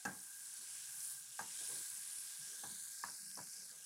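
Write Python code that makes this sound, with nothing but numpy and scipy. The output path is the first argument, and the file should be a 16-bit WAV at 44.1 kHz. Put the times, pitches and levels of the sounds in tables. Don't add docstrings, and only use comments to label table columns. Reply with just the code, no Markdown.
import sys
import numpy as np
from scipy import signal
from scipy.fft import rfft, irfft, next_fast_len
from scipy.io import wavfile
from scipy.ndimage import uniform_filter1d, map_coordinates

SR = 44100
rng = np.random.default_rng(int(sys.argv[2]) if len(sys.argv) > 2 else 0)


def amplitude_ratio(level_db):
    exponent = np.asarray(level_db, float) / 20
    return 10 ** exponent


def dump(signal):
    limited = np.clip(np.atleast_2d(signal).T, -1, 1)
    pcm = np.round(limited * 32767).astype(np.int16)
    wavfile.write(sys.argv[1], SR, pcm)


N = 169785


def band(x, hz, q):
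    return signal.lfilter(*signal.iirpeak(min(hz, 0.45 * SR), max(q, 0.3), fs=SR), x)


def band_twice(x, hz, q):
    return band(band(x, hz, q), hz, q)


def unit(x):
    return x / np.sqrt(np.mean(x ** 2))


def colour(x, points, peaks=()):
    n, points = next_fast_len(N), np.array(points)
    f = np.arange(n // 2 + 1) * SR / n + 1
    db = np.interp(np.log(f), np.log(points[:, 0]), points[:, 1])
    for hz, width, peak_db in peaks:
        db = db + peak_db / (1 + (2 * (f - hz) / width) ** 2)
    return irfft(rfft(x, n) * amplitude_ratio(db), n)[:N]


def walk(rate):
    hold = int(SR / rate)
    steps = np.repeat(rng.standard_normal(N // hold + 1), hold)
    return unit(uniform_filter1d(uniform_filter1d(steps, hold), hold)[:N])


def clicks(rate, spread_db):
    happens = rng.random(N) < rate / SR
    size = np.minimum(rng.exponential(size=N), 4)
    return unit(happens * rng.choice([-1, 1], N) * amplitude_ratio(spread_db * size))


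def follow(t, table):
    times, *columns = np.array(table).T
    return [np.interp(t, times, c) for c in columns]


# (frequency [Hz], level [dB])
ROOM_COLOUR = [(25, -7), (60, -5.5), (135, 0.5), (200, -2.5), (300, -8.5), (500, -12.5), (1400, -10),
               (3000, -47)]


def kitchen():
    waver_db = 1.2 * walk(4.54)
    return unit(colour(rng.standard_normal(N), ROOM_COLOUR)) * amplitude_ratio(-82.5 + waver_db)


# (time [s], level [dB], bubble size tilt [dB per octave])
FIZZ_COURSE = [(0, -53.5, 0), (.14, -51.5, 1), (.3, -51.5, 1.5), (.55, -49.5, -0.5), (.77, -49.5, -2),
               (1.0, -48.5, 0.5), (1.1, -48.5, 1.5), (1.24, -53, -0.5), (1.45, -53, -2.5), (1.6, -48, -3),
               (1.72, -46.5, -1.3), (1.9, -46.5, -0.2), (2.03, -48.5, -1), (2.4, -50, -1.5),
               (2.65, -49, -1), (3.0, -51, -1), (3.4, -52, -1), (3.85, -54.5, -1.5)]
# (frequency [Hz], level [dB])
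FIZZ_TONE = [(300, -35), (900, -33), (2200, -15), (4000, -12), (5500, -7), (8000, 0.5), (11000, -5.5),
             (15400, -15)]
# (frequency [Hz], width [Hz], level [dB])
BOWL_AND_PORT = [(4600, 600, 1.5), (5250, 630, 2.5), (8680, 320, -5.5), (9570, 1030, 7.5)]


def fizz(t, wall):
    level_db, tilt_db = follow(t, FIZZ_COURSE)
    burst_q, chirp_q = 5.7, 32
    spits, shared, out = clicks(450, 2.5), walk(16), 0
    for hz in 350 * 2 ** (np.arange(34) / 6):
        burst = clicks(260 * hz / 4000, 3.5) + amplitude_ratio(1) * rng.standard_normal(N)
        burst += amplitude_ratio(-10) * spits * (5000 / max(hz, 3000)) ** 0.55
        chirps = amplitude_ratio(-7) * band(clicks(14, 2.0), hz, chirp_q) * np.sqrt(chirp_q / burst_q)
        flicker_db = 2.5 * (1 - 0.5 * amplitude_ratio(wall[1])) * walk(9)
        db = tilt_db * np.log2(hz / 8000) + 0.3 * shared + flicker_db + wall_tint(hz, wall)
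        out = out + (band(burst, hz, burst_q) + chirps) * amplitude_ratio(db)
    return unit(colour(out, FIZZ_TONE, BOWL_AND_PORT)) * amplitude_ratio(level_db)


# (frequency [Hz], width [Hz], level [dB])
HUM_MODES = [(1617, 34, -18), (1555, 102, -20), (994, 39, -30.5), (827, 53, -31), (1170, 110, -29)]


def pan_hum(t, wall):
    echo_db, out = wall[1], 0
    for hz, width, db in HUM_MODES:
        push = clicks(700, 4.7) + rng.standard_normal(N)
        shade_db = -8 * amplitude_ratio(echo_db) * (hz < 1300)
        out = out + unit(band(push, hz, hz / width)) * amplitude_ratio(db + shade_db)
    return out * amplitude_ratio(follow(t, FIZZ_COURSE)[0] - 2.5 + 0.65 * walk(11.76))


# (frequency [Hz], level [dB], t60 [s])
PAN_MODES = [(191, -9.5, 0.33), (247, -9, 0.19), (463, -17, 0.21), (564, -19.5, 0.11), (742, -20, 0.33),
             (823.4, -3, 0.088), (950, -3.5, 0.1), (1092, 0.5, 0.023), (1155, -8, 0.11),
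             (1270, -14.5, 0.12), (1584, 2.5, 0.051), (1635, -0.5, 0.061), (1655, -5, 0.036),
             (2610, -16.5, 0.027)]
# (time [s], low thud [dB], middle ring [dB], 1 kHz ring [dB], high ring [dB])
KNOCK_TIMES = [(.0, -85, -79, -84, -68), (.052, -41, -36.5, -47.5, -39.5), (0.075, -77, -60, -63, -53),
               (0.087, -57, -62, -64, -58), (1.391, -60, -42.5, -46.5, -40.5),
               (1.404, -56, -48.5, -72, -79), (2.636, -53.5, -49.5, -54.5, -51), (2.69, -68, -68, -66, -72),
               (2.719, -67, -88, -76, -92), (3.0377, -58.5, -56, -38.5, -53), (3.085, -65, -68, -62, -59.5),
               (3.372, -56, -57, -52, -58), (3.389, -58.5, -53.5, -54.5, -53)]
RING_SHARE = [0.91, 1.09, 0.92, 1.06, 0.57, .9, 1.02, 0.8, .9, 0.59, 0.89, 0.48, 0.8]
GROUP_EDGES = [400, 900, 1400, 2200]
GROUP_COLUMN = [0, 1, 2, 3, 1]


def knocks(t):
    out, (rattle_noise, iron_noise, thud_noise) = np.zeros(N), rng.standard_normal((3, N))
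    detune = 1 + 0.0035 * rng.standard_normal((len(KNOCK_TIMES), len(PAN_MODES)))
    tick = unit(band(iron_noise, 6660, 4.0))
    clatter = unit(band(band_twice(iron_noise, 1100, 0.66), 1100, 0.66))
    thud = unit(band_twice(thud_noise, 169, 0.76))
    rattles = [unit(band_twice(rattle_noise, hz, hz / 130)) for hz, _, _ in PAN_MODES]
    for (s, *group_db), bend, free in zip(KNOCK_TIMES, detune, RING_SHARE):
        i = slice(int(s * SR), int(s * SR) + SR // 2)
        u = t[i] - t[i.start]

        def fall(t60):
            return amplitude_ratio(-60 * u / t60)

        for k, (hz, db, t60) in enumerate(PAN_MODES):
            swell = (-1) ** k * fall(free * t60) - fall(0.024)
            ring = swell * np.sin(2 * np.pi * hz * bend[k] * u)
            ring += amplitude_ratio(-8.5) * fall(free * min(2.6 * t60, 0.3)) * rattles[k][i]
            mode_db = group_db[GROUP_COLUMN[np.searchsorted(GROUP_EDGES, hz)]] + db
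            out[i] += amplitude_ratio(mode_db) * ring * (1 - np.exp(-u * hz / 0.5))
        out[i] += amplitude_ratio(group_db[1] - 5.5) * fall(0.058) * tick[i]
        out[i] += amplitude_ratio(max(group_db[1:]) - 16) * fall(0.3) * clatter[i]
        out[i] += amplitude_ratio(group_db[0] - 6.5) * fall(0.33) * (1 - np.exp(-u / 0.0057)) * thud[i]
    return out


# (time [s], frequency [Hz], level [dB], t60 [s])
BAR_STRIKES = [(0, 733, -72, 0.22), (0.053, 1310, -46, .1), (.052, 1616, -48, 0.33),
               (.052, 2700, -53, 0.066), (1.391, 1220, -42, .06), (1.391, 897, -51, 0.26),
               (1.391, 963, -52, 0.23), (1.41, 189, -55.5, 0.14), (2.65, 1000, -59, .18),
               (3.7, 1622, -57, 0.087), (3.05, 70, -61, .15), (2.66, 70, -62, .2),
               (1.391, 2110, -56.5, .03), (2.715, 189, -58, .15), (3.0381, 1715, -39, 0.039),
               (3.0383, 1200, -45, .035), (3.0377, 827, -47, .08), (3.385, 978, -53, .12)]


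def grate_bars(t):
    out = np.zeros(N)
    for s, hz, db, t60 in BAR_STRIKES:
        start = int(s * SR)
        u = t[:min(SR // 3, N - start)]
        ring = np.sin(2 * np.pi * hz * u) * (1 - np.exp(-u * hz / 0.5))
        out[start:start + len(u)] += amplitude_ratio(db - 60 * u / t60) * ring
    return out


# (time [s], peak [dB], pitch [Hz])
DROP_POPS = [(.811, -42, 7300), (.857, -34, 6900), (.887, -36, 9200), (0.922, -37, 9560),
             (1.0055, -34.5, 5800), (1.076, -27, 9180), (.566, -38, 5630), (2.64, -38, 6040),
             (2.787, -43, 9590), (2.885, -37, 9700), (3.014, -39, 8400), (3.099, -35, 5500),
             (3.209, -41, 9500), (3.346, -31, 10000), (3.355, -33.5, 5400), (3.374, -36, 5800),
             (3.432, -39, 5640), (3.533, -37.5, 5860), (3.713, -40.5, 5000), (3.032, -37, 5270),
             (3.845, -43, 5330), (3.268, -43, 8200), (3.595, -40, 8000), (.189, -47, 4600),
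             (.204, -43, 5600), (.456, -47, 4100), (1.197, -43, 5600), (1.301, -44, 5600),
             (1.328, -50, 3460), (1.654, -38, 4900), (2.157, -48, 3600), (2.429, -43, 5600),
             (2.594, -47, 3560), (2.746, -38, 6250), (2.806, -41, 6400), (3.083, -43, 5400),
             (3.28, -43, 5400), (1.049, -34, 9400), (.935, -38, 9300), (1.598, -37, 6800),
             (1.622, -35, 9300), (1.7, -35, 9600), (.872, -38, 6800)]


def pops(t):
    out = np.zeros(N)
    for s, db, hz in DROP_POPS:
        start = int(s * SR)
        u = t[:min(SR // 50, N - start)]
        envelope = np.exp(-np.pi * hz * u / 17.5) * (1 - np.exp(-u / 0.00025))
        out[start:start + len(u)] += amplitude_ratio(db) * np.sin(2 * np.pi * hz * u) * envelope
    return out


# (start [s], length [s], level [dB], centre [Hz], sharpness [Q])
DRAGS = [(0.585, 0.04, -74, 199, 2.5), (.68, .35, -80, 110, 1.2), (2.74, .3, -78, 140, 1.5),
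         (3.64, .21, -76, 170, 1.5), (.61, .05, -78.5, 380, 2.4), (1.6, .3, -74.5, 170, 2.0),
         (1.68, .08, -70, 820, 1.5), (3.55, 0.13, -76, 180, 2.8), (3.71, 0.076, -74, 1100, 1.5),
         (1.588, 0.12, -66, 420, 0.76), (1.68, 0.065, -62, 430, 1.6), (1.72, 0.12, -66, 290, 0.65),
         (2.38, 0.14, -73, 150, 2.2), (2.46, .2, -76.5, 410, 1.9), (2.53, 0.24, -77, 250, .9),
         (3.18, 0.34, -70, 182, 3.8), (3.53, 0.2, -78, 470, 0.89), (3.71, 0.12, -72, 480, .7),
         (3.37, 0.07, -62.5, 560, 1), (2.635, 0.063, -66, 480, 0.98), (0.9, 0.64, -77, 130, 2.5),
         (2.15, 0.092, -81, 300, 0.9), (1.51, 1.0, -81, 130, 1.3)]


def scrapes(t):
    grit = (clicks(500, 2.5) + 0.6 * rng.standard_normal(N)) * amplitude_ratio(2.2 * walk(45))
    out = 0
    for s, length, db, hz, q in DRAGS:
        u = np.clip((t - s) / length, 0, 1)
        out = out + unit(band_twice(grit, hz, q)) * amplitude_ratio(db) * np.sin(np.pi * u ** 0.6)
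    return out


# (time [s], peak [dB])
DRY_SNAPS = [(1.563, -44), (1.657, -42), (2.996, -42), (3.3148, -35.5), (3.303, -41), (3.471, -41),
             (3.565, -43), (1.43, -41), (1.0805, -38), (3.6945, -39), (.805, -43), (2.505, -42),
             (2.061, -40), (2.585, -39), (3.847, -44), (1.308, -45)]


def snaps():
    snap = np.zeros(N)
    for s, db in DRY_SNAPS:
        snap[int(s * SR)] = amplitude_ratio(db + 7)
    out = 0.3 * band_twice(snap, 7500, 1.2) + 2.2 * band_twice(snap, 1650, 5.0)
    return out + 0.5 * band(snap, 3800, 4.0) + 1.5 * band(snap, 5600, 3.0) + band(snap, 9800, 4.0)


# (time [s], first notch [Hz], echo [dB], bowl lift [dB])
WALL_COURSE = [(2.45, 2310, -22, -1), (2.6, 2460, -7.5, 1), (2.75, 2690, -5, -1.5), (2.88, 2810, -5, -0.5),
               (2.97, 2850, -4, 6), (3.15, 3170, -1, 4), (3.3, 3400, 1, 1.5), (3.45, 3550, -4, 4),
               (3.58, 3670, -6, 6), (3.67, 2960, -3.5, 4), (3.76, 2440, -12, -1), (3.85, 2160, -10, -1)]


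def pan_wall(t):
    return follow(t, WALL_COURSE)


def wall_tint(hz, wall):
    notch_hz, echo_db, lift_db = wall
    shade = -9 * amplitude_ratio(echo_db) / (1 + (hz / notch_hz / 1.1) ** 6)
    lift = lift_db / (1 + (2 * (hz - 5600) / 1800) ** 4)
    dip = -6.5 * amplitude_ratio(echo_db) / (1 + (2 * (hz - 2.11 * notch_hz) / 800) ** 2)
    return shade + lift + dip


def wall_echo(t, sound, wall):
    notch_hz, echo_db, lift_db = wall
    flat = signal.filtfilt(*signal.butter(4, 6600, fs=SR), sound)
    tilted = signal.filtfilt(*signal.butter(4, 4800, fs=SR), sound)
    dull = flat + np.clip(lift_db / 3, 0, 1) * (tilted - flat)
    delay_s = (1 + 0.02 * walk(16)) / notch_hz
    return -amplitude_ratio(echo_db) * map_coordinates(dull, [(t - delay_s) * SR], mode="mirror")


def scene():
    t = np.arange(N) / SR
    wall = pan_wall(t)
    bubbles = fizz(t, wall)
    pan = pan_hum(t, wall) + knocks(t) + grate_bars(t) + scrapes(t)
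    fat = bubbles + wall_echo(t, bubbles, wall) + pops(t) + snaps()
    return (kitchen() + fat + pan)[None]


def roll_off(x):
    return signal.sosfilt(signal.butter(12, 15720, fs=SR, output="sos"), x)


def record(dry):
    mix = signal.lfilter(*signal.butter(1, 86, "high", fs=SR), dry)
    return roll_off(mix)


dry = scene()
out = record(dry)
dump(out)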